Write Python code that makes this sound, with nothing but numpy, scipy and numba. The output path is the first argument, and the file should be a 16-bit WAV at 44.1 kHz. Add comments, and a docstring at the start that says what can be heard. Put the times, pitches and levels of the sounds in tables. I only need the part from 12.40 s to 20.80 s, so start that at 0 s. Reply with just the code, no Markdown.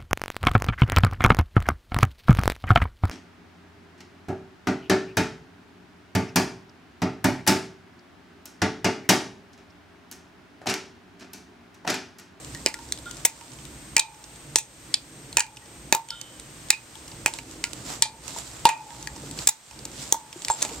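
"""A chain link ticks and a jacket rustles, then from 0.26 s a steel blade chops a square post hung on a chain.
Each blow cracks and rings the post; contacts and bounces are shaped noise plus decaying wood modes.
Between blows links tick and ring as short noise and bright modes; late on, dull foot and body bumps join in.
Throughout, a house wall, fence and ground return a noise tail over town rumble, hiss and a faint camera whine.
The camera clips the hardest blows softly and pulls its gain down after them, most of all in the bass."""
import sys
import numpy as np
from scipy import signal
from scipy.fft import rfft, irfft
from scipy.io import wavfile
from scipy.ndimage import uniform_filter1d
from numba import njit

SR = 44100
rng = np.random.default_rng(int(sys.argv[2]) if len(sys.argv) > 2 else 0)


def file_out(sig):
    """Save sig as 16-bit WAV at sys.argv[1]."""
    # one column per channel
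    cols = np.atleast_2d(sig).T
    # limit, then scale
    lim = np.clip(cols, -1, 1)
    pcm = np.round(lim * 32767).astype(np.int16)
    wavfile.write(sys.argv[1], SR, pcm)


N = 370428  # length in samples

# All levels and pans below are mix settings ahead of the camera's gain control.
# Blade contacts, bounces included. Each row: start in seconds, blow level in dB, post pitch in Hz,
# post ring, overtones, thud and knock each in dB from the blow level, crack tilt in dB per octave,
# contact time in ms, ring length factor.
BLADE_CONTACTS = [(0.261, -3, 891, -28, -32, -9, -2.5, -4, 1.36, 1.1),
                  (0.2847, -34, 930, -11, -22, -14, -9, 12, 2.5, 0.9),
                  (0.5219, -12.5, 880, -55, -41, -41, -11, 0, 2.2, 0.98),
                  (0.8494, -16.5, 896, -46, -15, -5, -9, 13.5, 12.4, 0.92),
                  (0.8512, -3, 911, -29, -25, -11.5, 4.5, 0.5, 1.57, 1.3),
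                  (1.5652, -4.5, 899, -26, -13.5, -30, 3, 1.5, 3.2, 1.2),
                  (1.5794, -9, 877, -19, -18, -18, -9, 1, 2.3, 2.1),
                  (1.5937, -1.5, 876, -27, -37, -30, -15, -0.5, 5.5, 1.35),
                  (2.1576, 1, 863, -31, -27, -20.5, -13, 1.5, 1.55, 0.78),
                  (2.1834, -16.5, 897, -25, -16, -28, -7, 4.5, 6, 1.3),
                  (2.5402, -7.5, 826, -45, -25.5, -29, -9, -9, 3.9, 1.2),
                  (2.9696, -4.5, 933, -21.5, -17, -11, 4.5, 0, 2.1, 1.2),
                  (2.9832, -16, 887, -13, -3, -25, 2.5, -3, 2.3, 1.07),
                  (2.9945, -9.5, 869, -27, -24, -22, -9, 5.5, 1.7, 2.4),
                  (3.0036, -6, 945, -31.5, -21, -30, 4.5, -3, 3.9, 1.04),
                  (3.5245, -1, 890, -18.5, -20, -7, 0.5, 2.5, 1.93, 1.05),
                  (3.5477, -12, 894, -9.5, -35, -9, -23, 9, 3.8, 0.83),
                  (4.3031, 0.5, 835, -35, -20, -20, -1, 0.5, 2.9, 0.83),
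                  (4.3294, -28, 896, -10, -3, -16, 3, -6, 5, 1.46),
                  (4.8604, -8.5, 864, -19, -8.5, -5.5, 5, 5.5, 1.1, 0.39),
                  (4.8794, -23.5, 881, -7.5, -40, -13, -4, 1.5, 2.1, 0.88),
                  (5.2397, -8.5, 905, -32.5, -21, -29, 0.5, -4, 1.36, 0.56),
                  (5.622, 3.5, 911, -36.5, -33.5, -29, -7, -3, 2.37, 1.8),
                  (5.6544, -29.5, 869, -6, -22, -24, 3, -2.5, 2.5, 1.8),
                  (6.2535, 6, 912.5, -9.5, -19, -19, -4, -6, 1.2, 0.82),
                  (6.2684, -12.5, 864, -12, -16, 2.5, -9, -5, 3.6, 3.7),
                  (6.2899, -4, 890, -21, -16, -28, 3, 0.5, 1.9, 1.46),
                  (7.0716, -1, 925, -32.5, -28, -26, -7.5, 3.5, 5, 0.99),
                  (7.0878, -5.5, 872, -26, -36, -46, -4.5, 4.5, 6.3, 0.98),
                  (7.7233, -5.5, 907, -19, -46, -7.5, -10.5, 8, 2.9, 1.3),
                  (7.7444, -30, 892, -1.5, -30, -10, -5, 1.5, 2.2, 0.67),
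                  (8.083, -15.5, 912, -23, -31, -24, 1.5, -1, 0.85, 0.9),
                  (8.1005, -18.5, 899, -5.5, -36, -2.5, -10, 4, 0.53, 1.1),
                  (8.219, -14, 910, -41, -33, -8, -3, -7, 4, 1.1),
                  (8.2243, -5.5, 1007, -35, -34, -16, -1.5, 0.5, 3.2, 1.2),
                  (8.2494, -14.5, 832, -23, -26, -5, 1, -1.5, 1, 0.89)]
# The louder knocks of chain links. Each row: start in seconds, level in dB, colour in Hz,
# post ring in dB from that level, left minus right in dB.
LINK_TICKS = [(0.0468, -26, 7100, -39, 1), (0.1481, -23, 2010, -27, 1), (0.3411, -12, 2030, -25, 2),
              (0.3894, -29.5, 1750, -8, 0), (0.5756, -26, 4350, -35, 7), (0.5874, -27, 7850, -37, -8),
              (0.6574, -30.5, 3630, -26, 6), (0.7108, -25.5, 6900, -29.5, 10.5),
              (0.7696, -30.5, 5900, -33, 10), (1.0111, -24, 2750, -17, -4), (1.1338, -32, 7300, -35, -7),
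              (1.2526, -28, 7800, -38, 7), (1.8407, -26.5, 6130, -70, -4), (2.9277, -24.5, 4200, -27, -2),
              (3.0654, -27, 2470, -15, 6), (3.1702, -20.5, 3200, -27, -3), (3.687, -21, 6700, -40, -3),
              (3.705, -11.5, 5030, -30.5, -2), (3.8137, -31.5, 6600, -35, -37.5),
              (3.9973, -28, 7400, -28, -5), (4.5544, -28, 3620, -18, 8), (4.6808, -29, 7400, -19, -2),
              (4.7194, -34, 2880, -10, 1), (4.9377, -11, 7750, -29, -1), (4.9871, -15.5, 2600, -26, -3.5),
              (5.1123, -27, 7200, -61, 10), (5.3323, -23.5, 7050, -30, -18), (5.88, -28, 6400, -30, -32),
              (5.9863, -29.5, 6740, -38, -32), (6.5051, -26, 1800, -13, -3), (6.6268, -19.5, 6900, -32, 0),
              (6.6727, -11, 2020, -27.5, 5.5), (6.762, -24.5, 5900, -18, -3), (6.9118, -22, 7340, -28, 1.5),
              (6.989, -17, 4800, -47, -2), (7.311, -27, 2900, -16, -3), (7.453, -15.5, 7100, -28, 0),
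              (7.6256, -29, 6750, -27, -2), (7.9284, -21.5, 3500, -23, -2), (8.0202, -22.5, 6800, -38, -7),
              (8.0481, -13, 5100, -44, 1), (8.2824, -24, 7490, -24, 6), (8.2934, -21, 2980, -10, 2)]
# Links left free to ring. Each row: start in seconds, level in dB, pitch in Hz of the links shaken most.
LINK_RINGS = [(0.148, -43, 1900), (0.343, -29.5, 1790), (0.656, -53, 3650), (0.659, -38, 1400),
              (3.221, -40, 1900), (3.689, -43, 3100), (3.707, -43, 3800), (3.713, -39.5, 1400),
              (5.245, -44, 1400), (8.101, -14.5, 7450)]
# Dull bumps of feet and body. Each row: start in seconds, level in dB, pitch in Hz.
BODY_BUMPS = [(5.962, -19.5, 664), (6.737, -48, 300), (6.779, -28, 268), (6.836, -12, 306),
              (6.862, -14.5, 274), (6.909, -21, 276), (6.995, -29, 315), (7.96, -24, 350),
              (8.224, -16.5, 226), (8.258, -17, 227), (8.314, -12.5, 457)]
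# Low modes of the post; the first is the blow's own dead knock.
# Each row: multiple of the post pitch, level in dB, t60 in seconds before the ring length factor.
POST_LOW_MODES = [(1.0, 6, 0.059), (.965, -14.5, 0.47), (1.003, -1, 0.22), (1.035, -10.5, 0.33)]
# Post overtones. Each row: pitch in Hz, level in dB, t60 in seconds before the ring length factor.
POST_OVERTONES = [(1790, -6, .04), (1870, -2, .06), (2080, -10, .04), (2250, -8, .05), (2415, -2, .12),
                  (2475, -1, .1), (2570, -4, .08), (2700, -7, .08)]
# Bands of the crack. Each row: centre in Hz, width in Hz, level in dB before the blow's tilt.
CRACK_BANDS = [(4180, 1600, 3), (7165, 2570, 8.5), (14200, 6600, -2.5)]
# Chain modes. Each row: pitch in Hz, level in dB, t60 in seconds.
LINK_MODES = [(1400, 0, .22), (1880, 0, .08), (3025, 0, .9), (3140, -4, .8), (3220, -5, .7), (3456, -2, .5),
              (3623, -2, .45), (4307, -3, .4), (7450, 0, .16)]
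# Port balance for sound from post and chain. Each row: frequency in Hz, left minus right in dB.
PORT_BALANCE = [(60, 20), (110, -15), (200, -1.0), (380, 3), (700, 0), (1290, -2.5), (2380, -5), (4400, 3),
                (8120, -1.5), (15000, 5)]
# Bands of jacket cloth. Each row: centre in Hz, width in Hz, relative level in dB.
CLOTH_BANDS = [(836, 1190, 5.5), (2460, 1200, -2.5), (4800, 1000, -8), (5550, 5000, 9), (7450, 920, 6),
               (9300, 3200, -22.5), (14000, 1300, -10.5)]
# Arm swings rubbing the jacket. Each row: middle in seconds, level in dB, half length in seconds.
ARM_SWINGS = [(0.103, -51.5, 0.17), (0.418, -48, 0.2), (0.953, -45, 0.19), (4.705, -51, 0.35),
              (4.955, -35.5, 0.03), (5.105, -48, 0.057), (5.398, -42, 0.096), (5.531, -34, 0.043),
              (5.882, -37.5, 0.028), (5.982, -35, 0.04), (6.117, -51, 0.07), (6.535, -43, 0.44),
              (6.875, -56, 0.14), (7.013, -37, 0.031), (7.374, -50, 0.12), (7.668, -38.5, 0.077),
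              (8.133, -38, 0.13), (8.231, -28.5, 0.024), (8.358, -31.5, 0.058)]
# Low resonances of the town. Each row: centre in Hz, width in Hz, relative level in dB.
RUMBLE_BANDS = [(59.8, 21, -4), (130.2, 48, -0.5), (198, 87, -7), (295.6, 94, -3), (447, 340, -7.5)]
# Rumble fader. Each row: time in seconds, level in dB.
RUMBLE_LEVELS = [(0.0, -47), (0.42, -40.5), (1.0, -43), (1.5, -47), (2.0, -48), (2.8, -44.5), (3.4, -45.5),
                 (4.2, -48.5), (5.0, -40.5), (5.5, -42), (6.1, -44.5), (6.5, -39.5), (7.0, -37), (7.2, -59),
                 (7.4, -39), (7.95, -48.5), (8.24, -36), (8.4, -34)]
# Colour of the hiss. Each row: frequency in Hz, relative level in dB per Hz.
HISS_COLOUR = [(200, -9), (300, -5), (520, -5), (2100, -8), (5000, -12), (7600, -8.5), (8600, -11.5),
               (9300, -16.5), (14400, -22.5), (15700, -26), (16500, -56)]
# Camera whine. Each row: pitch in Hz, level in dB rms about which it wavers.
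WHINE_TONES = [(8221, -68), (8251, -54.5), (8280, -65)]

TILT_HZ = 5000  # the crack's tilt turns about this
THUD_HZ, THUD_WIDTH_HZ = 517, 530
KNOCK_HZ, KNOCK_WIDTH_HZ = 2600, 1400
CHOP_PAN_DB, JACKET_PAN_DB = -1, -3  # left minus right
SPLINTER_DB = -28.5  # crackle against the bite, before its random bursts
POST_BLUR_HZ, LINK_BLUR_HZ = 10.2, 14.0  # line width from wandering phase
TICK_TREBLE_DB = -16
FAINT_TICKS = 30  # scattered at random
FAINT_DB, FAINT_SPREAD_DB, FAINT_RING_DB, FAINT_PAN_DB = -34, 2, -28, -4
FAINT_LOW_HZ, FAINT_HIGH_HZ = 2480, 7800  # range of their colour; most lie near the top
LINK_FALL_DB = 150  # loss one octave from the shaken pitch, growing with the square
RIGHT_LAG_S = .000034
HISS_DB = -46.5
BASS_HZ, BASS_DUCK = 450, 0.66  # below this the gain control cuts deeper by this share
TOP_HZ = 16300


def undb(db):
    """Decibels to gain."""
    return 10 ** (np.asarray(db) / 20)


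def unit(x):
    """Scale to rms 1."""
    return x / np.sqrt(np.mean(x ** 2))


def peak(x, db):
    """Scale to a peak level."""
    return x * undb(db) / np.max(np.abs(x))


def band(x, hz, width):
    """Band-pass around a centre."""
    edges = [max(hz - width / 2, 20), min(hz + width / 2, .49 * SR)]
    return signal.sosfilt(signal.butter(2, edges, "bandpass", fs=SR, output="sos"), x)


def fade(t, t60):
    """Exponential decay, down 60 dB at t60."""
    return np.exp(-np.log(1000) * t / max(t60, .001))


def walk(rate):
    """Slow random wander of rms 1: held random steps at this rate per second, smoothed twice."""
    k = int(SR / rate)
    steps = np.repeat(rng.standard_normal(N // k + 1), k)
    return unit(uniform_filter1d(uniform_filter1d(steps, k), k)[:N])


def wide(like):
    """Stereo noise whose two sides correlate by the given share."""
    mid, side = rng.standard_normal((2, N))
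    like = np.clip(like, 0, 1)
    return np.sqrt((1 + like) / 2) * mid + np.sqrt((1 - like) / 2) * side * np.array([[1], [-1]])


def pan(db):
    """Left and right gains from left minus right in dB."""
    return undb(np.array([[db], [-db]]) / 2)


def add(out, s, x, pan_db=0):
    """Place a sound in time and between left and right."""
    i = int(s * SR)
    out[:, i:i + len(x)] += pan(pan_db) * x[:N - i]


def ring(t, hz, modes, rise_s, stretch=1, spread_db=4.5, detune=0.0042, blur_hz=0):
    """Decaying modes that start together, with chance level and pitch each time and a wandering phase."""
    luck = rng.standard_normal((len(modes), 2))
    steps = rng.standard_normal((len(modes), len(t)))
    wander = np.sqrt(2 * np.pi * max(blur_hz, 0) / SR) * np.cumsum(steps, axis=1)
    total = np.zeros(len(t))
    for (multiple, db, t60), (level_luck, pitch_luck), phase in zip(modes, luck, wander):
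        pitch = multiple * hz * (1 + detune * pitch_luck)
        level = undb(db + spread_db * level_luck)
        total += level * fade(t, t60 * stretch) * np.sin(2 * np.pi * pitch * t + phase)
    return total * (1 - np.exp(-t / rise_s))


def chops():
    """Blade contacts: a ragged noise burst of splitting fibres, thud and knock bands, and post modes."""
    out, t = np.zeros((2, N)), np.arange(SR // 2) / SR
    for s, db, hz, ring_db, over_db, thud_db, knock_db, tilt_db, ms, stretch in BLADE_CONTACTS:
        contact_s = max(ms, .5) / 1000
        # the blade bites for a moment, then splinters crackle on
        bite = np.exp(-(t / contact_s) ** 3)
        crackle = undb(2.0 * rng.exponential(size=len(t) // 50).repeat(50))
        splinters = undb(SPLINTER_DB) * crackle * fade(t, 0.17)
        burst = np.minimum(t / 0.0011, 1) * (bite + splinters) * rng.standard_normal(len(t))
        crack = sum(peak(band(burst, f, w), d + tilt_db * np.log2(f / TILT_HZ)) for f, w, d in CRACK_BANDS)
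        thud = peak(band(burst, THUD_HZ, THUD_WIDTH_HZ), thud_db)
        knock = peak(band(burst, KNOCK_HZ, KNOCK_WIDTH_HZ), knock_db)
        low = undb(ring_db) * ring(t, hz, POST_LOW_MODES, 0.0004, stretch, blur_hz=POST_BLUR_HZ)
        # each overtone is drawn a little off pitch at random, more loosely than the low modes' detuning
        high = undb(over_db) * ring(t, 1, POST_OVERTONES, .0003, stretch, 3.5, .01, 2 * POST_BLUR_HZ)
        add(out, s, undb(db) * (crack + thud + knock + low + high), CHOP_PAN_DB)
    return out


def faint_ticks():
    """Rows for quiet link ticks at random moments, in the form of the louder ones."""
    even, bell = rng.random((FAINT_TICKS, 2)), rng.standard_normal((FAINT_TICKS, 2))
    rows = []
    for (when, colour), (level, place) in zip(even, bell):
        hz = FAINT_LOW_HZ + (FAINT_HIGH_HZ - FAINT_LOW_HZ) * np.sqrt(colour)
        db = FAINT_DB + FAINT_SPREAD_DB * level
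        rows.append((when * (N - 1) / SR, db, hz, FAINT_RING_DB, FAINT_PAN_DB + 1.2 * place))
    return rows


def chain_ticks():
    """Links knocking: short bright noise in three bands, each nudging the post into a ring."""
    out, t = np.zeros((2, N)), np.arange(SR // 4) / SR
    for s, db, hz, ring_db, pan_db in LINK_TICKS + faint_ticks():
        burst = (fade(t, .012) + undb(-24) * fade(t, .06)) * rng.standard_normal(len(t))
        tick = peak(band(burst, hz, 0.29 * hz), -7)
        tick += peak(band(burst, 5900, 5900), -0.45)
        tick += peak(band(burst, 10100, 4700), TICK_TREBLE_DB)
        # the nudge leaves out the dead knock
        nudge = undb(ring_db) * ring(t, 905, POST_LOW_MODES[1:], 0.0006, 0.7, blur_hz=POST_BLUR_HZ)
        add(out, s, undb(db) * (tick + nudge), pan_db)
    return out


def chain_rings():
    """Free links ringing: metal modes weighted towards the shaken pitch, doubled 1.2 percent higher."""
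    out, t = np.zeros((2, N)), np.arange(SR // 2) / SR
    for s, db, hz in LINK_RINGS:
        shaken = [(f, db + d - LINK_FALL_DB * np.log2(f / hz) ** 2, t60) for f, d, t60 in LINK_MODES]
        for detuned in (1, 1.012):
            add(out, s, ring(t, detuned, shaken, 0.0058, blur_hz=LINK_BLUR_HZ))
    return out


def ports(x):
    """Each microphone port colours the sound its own way, and the right one hears it a moment later."""
    hz, side = np.fft.rfftfreq(N, 1 / SR), np.array([[.5], [-.5]])
    at_hz, db = np.transpose(PORT_BALANCE)
    balance = undb(side * np.interp(np.log(hz + 1), np.log(at_hz), db))
    lag = np.exp(2j * np.pi * hz * RIGHT_LAG_S * side)
    return irfft(rfft(x) * balance * lag, N)


def echoes(near):
    """Scattered returns from wall, fence and ground: a decaying noise tail whose treble dies first."""
    t = np.arange(SR // 3) / SR
    noise = rng.standard_normal((2, len(t))) * (1 - np.exp(-(t / 0.00067) ** 2))
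    body = band(noise, 2010, 3770) * fade(t, 0.18)
    treble = undb(-1.5) * band(noise, 11600, 5600) * fade(t, 0.1)
    return undb(-56.5) * signal.fftconvolve(near, unit(body + treble), axes=1)[:, :N]


def bumps():
    """Feet and body: soft low pushes, each three quickly damped modes."""
    out, t = np.zeros((2, N)), np.arange(SR // 4) / SR
    for s, db, hz in BODY_BUMPS:
        modes = [(1, db - 7.0, 0.051), (1.39, db - 12, 0.031), (0.507, db - 22.5, 0.15)]
        add(out, s, ring(t, hz, modes, 0.0015))
    return out


def jacket():
    """Cloth slipping in dense tiny noise grains during each swing; each band flickers alone."""
    t = np.arange(N) / SR
    swing = sum(undb(db) * np.exp(-((t - s) / half_s) ** 2 / 2) for s, db, half_s in ARM_SWINGS)
    grain_db = np.minimum(2.2 * rng.exponential(size=N // 40 + 1), 9).repeat(40)[:N]
    grains = undb(grain_db + 1.2 * walk(40))
    cloth = sum(undb(d + 1.3 * walk(17)) * unit(band(wide(0.34) * grains, f, w)) for f, w, d in CLOTH_BANDS)
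    return unit(cloth) * swing * pan(JACKET_PAN_DB)


def town_rumble():
    """Distant traffic: nearly mono noise in a few low resonances that swell together and waver alone."""
    swell = 0.88 * walk(4.47)
    rumble = sum(undb(d + swell + walk(7.9)) * unit(band(wide(0.99), f, w)) for f, w, d in RUMBLE_BANDS)
    level_db = np.interp(np.arange(N) / SR, *np.transpose(RUMBLE_LEVELS))
    return unit(rumble) * undb(level_db) * pan(-1)


def hiss():
    """A steady bed of wide coloured noise with a slight waver in level."""
    hz, db = np.transpose(HISS_COLOUR)
    colour = undb(np.interp(np.log(np.fft.rfftfreq(N, 1 / SR) + 1), np.log(hz), db))
    return unit(irfft(rfft(wide(.3)) * colour, N)) * undb(HISS_DB + .7 * walk(5))


def camera_whine():
    """Thin high sines, slightly unsteady in level and phase."""
    t = np.arange(N) / SR
    whine = np.zeros(N)
    for f, d in WHINE_TONES:
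        level = undb(d + walk(15)) * np.sqrt(2)
        whine += level * np.sin(2 * np.pi * f * t + .3 * walk(10))
    return whine


def scene():
    """Post, chain and man close by, over the yard's background."""
    near = chops() + chain_ticks() + chain_rings()
    background = town_rumble() + hiss() + camera_whine()
    return ports(near) + echoes(near) + bumps() + jacket() + background


@njit
def follow(x, up, down):
    """Follower with separate rates for rising and falling."""
    y, e = np.empty(len(x)), 0.
    for i in range(len(x)):
        e += (x[i] - e) * (up if x[i] > e else down)
        y[i] = e
    return y


def record(dry):
    """Soft clipping, a gain control that sinks after loud blows and creeps back, and a steep top cut."""
    clipped = .8 * np.tanh(dry / .8)
    loud = follow(np.abs(clipped).max(axis=0), 1 / (0.02 * SR), 1 / (.06 * SR))
    # cut about a third of a dB for each dB above -38 dB
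    cut_db = .33 * np.maximum(20 * np.log10(loud + 1e-6) + 38, 0)
    cut_db = follow(cut_db, 1 / (0.0074 * SR), 1 / (.15 * SR))
    bass = signal.sosfiltfilt(signal.butter(2, BASS_HZ, fs=SR, output="sos"), clipped)
    ducked = clipped - bass * (1 - undb(-BASS_DUCK * cut_db))
    top_cut = signal.ellip(8, .2, 70, TOP_HZ, fs=SR, output="sos")
    return signal.sosfilt(top_cut, ducked * undb(-cut_db))


dry = scene()
out = record(dry)
file_out(out)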